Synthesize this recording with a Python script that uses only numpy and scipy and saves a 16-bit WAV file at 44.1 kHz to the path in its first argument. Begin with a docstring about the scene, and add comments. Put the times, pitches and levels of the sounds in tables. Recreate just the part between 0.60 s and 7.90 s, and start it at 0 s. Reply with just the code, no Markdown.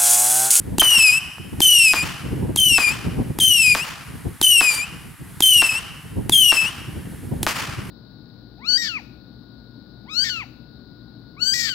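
"""Small whistling rockets leave the ground one after another in an open sand arena.
Each starts with a pop. Its burning tube pulses, making a falling whistle that throbs as it mixes with
its echo off the sand. Then comes a sharp bang in the air, which the tree line throws back.
Leaves hiss and wind buffets the microphones, whose limiter turns everything down around each bang."""
import sys
import numpy as np
from scipy import signal
from scipy.fft import rfft, irfft
from scipy.io import wavfile
from scipy.ndimage import uniform_filter1d, minimum_filter1d

SR = 44100
rng = np.random.default_rng(int(sys.argv[2]) if len(sys.argv) > 2 else 0)


def master_out(mix):
    """Clip the mix to full scale and print it as 16-bit PCM to the path in sys.argv[1]."""
    frames = np.transpose(np.atleast_2d(mix))
    ceiling = np.clip(frames, -1, 1)
    pcm = np.round(ceiling * 32767).astype(np.int16)
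    wavfile.write(sys.argv[1], SR, pcm)


N = 321930

# Hiss of leaves and air: (frequency [Hz], level [dB])
LEAF_COLOUR = [(290, -25), (500, -12), (604, -42), (668, -1.5), (1840, 3), (2650, -4.5), (2890, -4),
               (3650, -7.5), (6140, -11.5), (10800, -0.5), (16000, -17)]
# Wind strength: (time [s], level [dB])
WIND_LEVELS = [(0.0, -26), (0.18, -24), (0.26, -31), (0.75, -45), (0.81, -33), (0.95, -33.5), (1.299, -39),
               (1.44, -23), (1.59, -39), (1.67, -24), (1.85, -24), (2.2, -31.5), (2.6, -22.5), (2.95, -36),
               (3.599, -38), (3.68, -28.5), (3.76, -42), (4.29, -37), (5.41, -40), (5.69, -22),
               (5.81, -32.5), (6.63, -33.5), (6.73, -24.5), (6.93, -29.5), (7.3, -31.5)]
# Wind rumble: (frequency [Hz], level [dB])
WIND_COLOUR = [(12, -41), (20, -26), (66, -3), (139, 0.5), (285, -8), (484, -21.5), (648, -29.5),
               (960, -32), (1200, -49), (1560, -70), (2640, -120)]
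# How alike the rumble is left and right: (frequency [Hz], likeness [0-1])
WIND_LIKENESS = [(30, 0.76), (60, 0.88), (125, 0.58), (240, 0.12), (950, 0.056), (3770, 0.73)]
# How long the arena rings: (frequency [Hz], time to fade by 60 dB [s])
ARENA_DECAY = [(300, 0.49), (700, 1.12), (1500, 1.13), (3000, 0.98), (6000, 0.84), (12000, 0.63)]
# Tone of the arena's echo: (frequency [Hz], level [dB])
ECHO_COLOUR = [(200, 8), (600, -3), (1500, -5), (2900, 1), (3700, -5), (4800, 1), (6500, -0.5), (12000, 3)]
# Echo strength as the trees answer: (delay [s], level [dB])
TREE_ECHOES = [(.0, 3), (.045, -5), (.075, -11.5), (.095, -5), (.14, -5), (.25, -5.5)]
# Distant pops: (time [s], level [dB], left over right [dB])
DISTANT_POPS = [(0.783, -19.5, -4)]
# Bangs in the air: (time [s], level [dB], sand echo delay [ms], fence echoes [dB], left over right [dB])
BANGS = [(0.2183, 21, 5.85, -2, -4), (1.33565, 15, 5.75, -10, 1), (2.1828, 14.5, 5.4, -7, 0),
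         (3.1501, 13, 4.5, -11, 1.5), (4.00925, 13.5, 5.45, -12, -0.5), (5.021, 12.5, 5.7, -10, 0.5),
         (5.92163, 13.5, 5.9, -8, -3), (6.8663, 19, 6.0, -4, 1)]
# Echoes off the fence rails: (delay [ms])
FENCE_DELAYS = [1.25, 2.75]
# Launch pops: (time [s], crack level [dB], low push level [dB])
LAUNCH_POPS = [(0.183, -1, -9), (1.0038, 9, -1), (1.9604, 4.5, -12), (2.7873, -7, -14.5), (3.8141, 2, -13),
               (4.805, -0.5, -14.5), (5.695, -2, -10), (6.8302, 1, -13.5)]
# Spit of gas at launch: (frequency [Hz], level [dB])
SPIT_COLOUR = [(300, -40), (900, -12), (1700, -7), (3400, -2), (6000, -4), (10900, 0), (14000, -8),
               (16000, -12)]
# Hiss of the jet: (frequency [Hz], level [dB])
JET_COLOUR = [(400, -25), (1500, -20), (2300, -11), (3600, -9.5), (5800, -9.5), (7000, -6), (9000, 2),
              (11800, -3.5), (16000, -22.5)]
# One whistle a row: (start [s], burn [s], settling [ms], tone [dB], fade start [s], fade by the end [dB],
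# first pitch [Hz], low pitch [Hz], fall length [s], last pitch [Hz], rise start [s], rise length [s],
# 2nd harmonic [dB], 3rd harmonic [dB], hiss [dB], first throb rate [Hz], first echo delay [ms],
# left over right once aloft [dB]). Fade and rise starts count from the whistle's start.
WHISTLES = [(0.196, .4, 1.15, -5.5, 0.29, -14, 3096, 2482, 0.33, 2720, 0.3, .13, -15, -14, -16, 46, 1.007, 4.5),
            (1.017, .43, 1.26, -8, 0.24, -15, 3083, 2463, 0.36, 2610, .39, 0.045, -15.5, -16.5, -17, 40.2, 1.076, 4),
            (1.972, 0.38, 2.33, -15.5, .32, -19.5, 3135, 2388, .33, 2710, .31, .07, -24.5, -24, -26.5, 45, 1.03, 7.5),
            (2.8, 0.45, 2.55, -16, 0.317, -9, 3168, 2437, 0.34, 2850, .39, 0.058, -25, -25, -25.5, 40, 1.025, 7),
            (3.827, .43, 1.42, -13, 0.33, -18, 3070, 2370, .33, 2690, .375, 0.074, -23, -19.5, -23, 45.75, 1.034, 7),
            (4.822, .38, 2.2, -11.5, 0.23, -12.5, 3135, 2609, 0.31, 2780, .32, .06, -24, -20, -23, 43.4, 1.015, 4.5),
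            (5.719, .385, 12, -12, 0.26, -15.5, 3223, 2600, .29, 2936, 0.33, 0.032, -23.5, -21.5, -23.5, 43.75, 0.984, 9)]
# High harmonics: (multiple of the pitch, level beside the 3rd [dB])
HIGH_HARMONICS = [(4, -5), (5, -18.5)]
# Tone changes during each burn: (part burnt [0-1], 2nd harmonic [dB], 3rd harmonic [dB], hiss [dB])
BURN_STAGES = [(0, -6.5, -0.6, 2), (.15, -3, 0.6, -4), (.55, 0.5, -2.5, 0), (.8, -1.5, -7, -2),
               (.92, -1, -3, -3.5), (1, -19, -4, -2)]
# How much of the tone's fade each part follows: (2nd harmonic [share], 3rd harmonic [share], hiss [share])
FADE_SHARES = [0.94, 0.9, 1]
# How harmonics 1 to 5 follow the rocket's left-right lean: (share [minus = opposite side])
PAN_SHARES = [0.98, 0.51, 0.33, -0.47, -0.99]
# Brief dips in the whistle: (time [s], depth [dB], half width [s])
DROPOUTS = [(0.386, -10, 0.0087), (0.518, -12, 0.0088), (1.344, -13, 0.017), (3.165, -9, 0.017),
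            (4.15, -20.5, 0.032), (5.082, -27, 0.0059), (5.135, -6.5, 0.01), (5.958, -14, 0.013)]


def amp(db):
    return 10 ** (np.asarray(db) / 20)


def unit_level(x):
    return x / np.sqrt(np.mean(x ** 2) + 1e-20)


def look_up(points, hz):
    f, value = np.transpose(points)
    return np.interp(np.log(hz + 1), np.log(f + 1), value)


def add(mix, start_s, sound):
    part = mix[:, round(start_s * SR):][:, :sound.shape[1]]
    part += sound[:, :part.shape[1]]


def panned(x, pan_db):
    return np.array([x * amp(pan_db / 2), x * amp(-pan_db / 2)])


def noise(colour, size, likeness):
    """Stereo noise with a given tone colour and left-right likeness."""
    hz = np.fft.rfftfreq(size, 1 / SR)
    left, other = rfft(rng.standard_normal((2, size)))
    same = np.clip(look_up(likeness, hz), -1, 1)
    right = same * left + np.sqrt(1 - same ** 2) * other
    return unit_level(irfft(np.array([left, right]) * amp(look_up(colour, hz)), size))


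def wobble(size, hz):
    """A random wander of typical size 1, mostly slower than hz."""
    return unit_level(signal.lfilter(*signal.butter(2, hz, fs=SR), rng.standard_normal(size)))


def glide(age, from_s, length_s, bend=1):
    """Eases from 0 to 1; a bend under 1 moves early."""
    return np.sin(np.pi / 2 * np.clip((age - from_s) / length_s, 0, 1) ** bend) ** 2


def leaves():
    """Leaves and air hiss steadily, swelling a little."""
    level_db = -47.5 + 1.2 * wobble(N, hz=3)
    return amp(level_db) * noise(LEAF_COLOUR, N, likeness=[(1, 1.0), (2e4, 0.75)])


def wind():
    """Swirling air hits the microphones in low lumps that get brighter in gusts."""
    level_db = np.interp(np.arange(N) / SR, *np.transpose(WIND_LEVELS))
    lump_db = 4.42 * wobble(N, hz=16.6)
    rumble = noise(WIND_COLOUR, N, WIND_LIKENESS)
    bright = signal.lfilter(*signal.butter(2, 280, "high", fs=SR), rumble)
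    gust_db = .6 * (level_db + 30) + 1.4 * lump_db - 8.5
    return amp(level_db) * (unit_level(rumble * amp(lump_db)) + bright * amp(gust_db))


def arena_echo(sound):
    """Many small echoes swell when the tree line answers; each frequency dies at its own speed."""
    size = 3 * SR // 2
    echoes = np.zeros((2, size))
    arrivals = np.arange(300, size - 20, 20) + rng.integers(0, 20, (2, (size - 301) // 20))
    strengths = rng.choice([-1., 1.], arrivals.shape) * rng.uniform(0.6, 1.04, arrivals.shape)
    np.put_along_axis(echoes, arrivals, strengths, 1)
    echoes[1] = 0.57 * echoes[0] + 0.61 * echoes[1]
    echoes *= amp(1.9 * wobble(size, hz=82))  # trunks stand in clumps
    hz, t, bands = signal.stft(echoes, SR, nperseg=256)
    shape_db = look_up(ECHO_COLOUR, hz)[:, None] + np.interp(t, *np.transpose(TREE_ECHOES))
    shape_db -= 60 * t / look_up(ARENA_DECAY, hz)[:, None]
    tail = signal.istft(bands * amp(shape_db), SR, nperseg=256)[1]
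    return signal.fftconvolve(sound.mean(0)[None], tail / np.linalg.norm(tail[0]), axes=1)[:, :N]


def blast(sharp):
    """A pressure wave: a steep front, then one swing back."""
    t = np.arange(200) / SR
    front = t / .000035 * np.exp(1 - t / .000035)
    swing = np.sin(2 * np.pi * 1150 * t) * np.exp(-t / 0.00041) * np.minimum(t / .0001, 1)
    return swing - sharp * front


def bang(level_db, sand_ms, fence_db, pan_db):
    """A blast in the air, then duller echoes off the fence rails and the sand."""
    sound = np.zeros((1, 600))
    add(sound, 0, blast(sharp=1.05)[None])
    for ms in FENCE_DELAYS:
        add(sound, ms / 1000, amp(fence_db) * blast(sharp=0.04)[None])
    add(sound, sand_ms / 1000, amp(-3.5) * blast(sharp=.3)[None])
    return panned(amp(level_db) * sound[0], pan_db)


def launch(crack_db, push_db):
    """A spit of gas builds to a snap, with one low push out of the knocking tube."""
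    t = np.arange(1200) / SR - .004  # the snap is at t = 0
    burst = np.exp(-np.abs(t) / np.where(t < 0, .0006, .0008))
    trail = amp(-17.5) * np.exp(-np.abs(t) / np.where(t < 0, .002, .015))
    spit = (burst + trail) * noise(SPIT_COLOUR, len(t), likeness=[(1, 1.0), (2e4, 0.94)])
    snap = np.sin(2 * np.pi * 7000 * t) * np.exp(-(t / .00006) ** 2)
    push = np.sin(2 * np.pi * 330 * t) * np.exp(-t / 0.0027)
    knock = 0.89 * np.sin(2 * np.pi * 850 * t) * np.exp(-t / 0.0015)
    return amp(crack_db) * (amp(-10) * spit + 0.55 * snap) + amp(push_db) * (push + knock) * (t > 0)


def sand_echo(sound, age, hz, throb_hz, first_ms):
    """As the rocket climbs, its echo off the sand comes later and weaker, and throbs against it."""
    delay_s = first_ms / 1000 + np.cumsum(throb_hz * np.exp(-age / 0.568) / hz) / SR
    return np.interp(age - delay_s, age, sound, left=0) * amp(-8 - 16 * age)


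def whistle(start_s, burn_s, settle_ms, tone_db, fade_s, lost_db, first_hz, low_hz, fall_s, last_hz,
            turn_s, rise_s, second_db, third_db, hiss_db, throb_hz, echo_ms, pan_db):
    """The burning tube pulses, making a tone with harmonics (multiples of its pitch) over a jet's hiss."""
    age = np.arange(0, burn_s, 1 / SR)
    size = len(age)
    # The pitch sinks as the rocket speeds away and flicks up as it dies.
    fall, rise = glide(age, 0, fall_s, bend=0.95), glide(age, turn_s, rise_s)
    hz = first_hz + (low_hz - first_hz) * fall + (last_hz - low_hz) * rise
    settle = 1 + 0.149 * np.exp(-age / (settle_ms / 1000))  # starts high until the burn steadies
    unsteady = 0.006 * wobble(size, hz=254) + 0.008 * wobble(size, hz=22)
    phase = 2 * np.pi * np.cumsum(hz * (settle + unsteady)) / SR

    fade_db = lost_db * np.clip((age - fade_s) / (burn_s - fade_s), 0, 1) ** 0.77
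    dips_db = sum(db * np.exp(-((start_s + age - s) / half_s) ** 2) for s, db, half_s in DROPOUTS)
    burnt, *curves = np.transpose(BURN_STAGES)
    second_shift, third_shift, hiss_shift = (
        np.interp(age / burn_s, burnt, curve) + share * fade_db
        for curve, share in zip(curves, FADE_SHARES))
    tone_db += fade_db + dips_db
    second_db += second_shift + 0.2 * dips_db
    third_db += third_shift + 0.55 * dips_db
    levels = [(1, tone_db), (2, second_db), (3, third_db)]
    levels += [(k, third_db + db - 21 * rise) for k, db in HIGH_HARMONICS]  # these fade in the last rise

    on_off = np.minimum(age / settle_ms * 1800, 1) * np.minimum((age[-1] - age) / 0.016, 1)
    harmonics = []
    for k, db in levels:
        flicker_db = 1.82 * np.sqrt(k) * wobble(size, hz=79)
        harmonics.append(np.sqrt(2) * on_off * amp(db + flicker_db) * np.cos(k * phase))
    hiss_db += hiss_shift + 1.5 * wobble(size, hz=60)  # the jet splutters
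    jet = on_off * amp(hiss_db) * noise(JET_COLOUR, size, likeness=[(1, 1.0), (2e4, 0.59)])
    drift_db = pan_db * (1 - 0.86 * np.exp(-age / 0.04))  # drifts left as it climbs
    direct = jet + sum(panned(tone, share * drift_db) for tone, share in zip(harmonics, PAN_SHARES))
    return direct + sand_echo(jet[0] + sum(harmonics), age, hz, throb_hz, echo_ms)


def scene():
    """Whistles, pops and bangs with their arena echo, over wind and leaves."""
    direct, to_arena = np.zeros((2, 2, N))
    for start_s, *settings in WHISTLES:
        sound = whistle(start_s, *settings)
        add(direct, start_s, sound)
        age = np.arange(sound.shape[1]) / SR
        add(to_arena, start_s, sound * amp(-5.5 - 50 * age))  # fills the arena most while low
    for time_s, crack_db, push_db in LAUNCH_POPS:
        sound = launch(crack_db, push_db)
        add(direct, time_s - .003, sound)
        add(to_arena, time_s - .003, np.diff(sound) * amp(-17))  # the low push does not carry
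    for time_s, level_db, *settings in BANGS:
        add(direct, time_s, bang(level_db, *settings))
        add(to_arena, time_s, amp(level_db - 1.5) * blast(sharp=0.91)[None])
    for time_s, level_db, pan_db in DISTANT_POPS:
        add(direct, time_s, panned(amp(level_db) * blast(sharp=0.079), pan_db))
    return direct + arena_echo(to_arena) + wind() + leaves()


def record(dry):
    """A limiter turns down just before each peak and lets go fast, then slowly; the top treble is cut."""
    ahead, ramp = 110, 30  # samples
    ceiling_db, cutoff_hz = -1.5, 15900
    t = np.arange(N) / SR
    over_db = np.maximum(20 * np.log10(np.abs(dry).max(0) + 1e-9) - ceiling_db, 1e-6)
    held_db = sum(share * np.exp(np.maximum.accumulate(np.log(over_db) + t / release_s) - t / release_s)
                  for share, release_s in [(.65, .012), (.35, .15)])
    coming_db = -minimum_filter1d(-held_db, ahead, origin=-ahead // 2)
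    limited = dry / amp(uniform_filter1d(coming_db, ramp, origin=ramp // 2 - 1))
    treble_cut = signal.firwin(255, cutoff_hz, window=("kaiser", 9), fs=SR)
    return signal.oaconvolve(limited, treble_cut[None], "same")


dry = scene()
out = record(dry)
master_out(out)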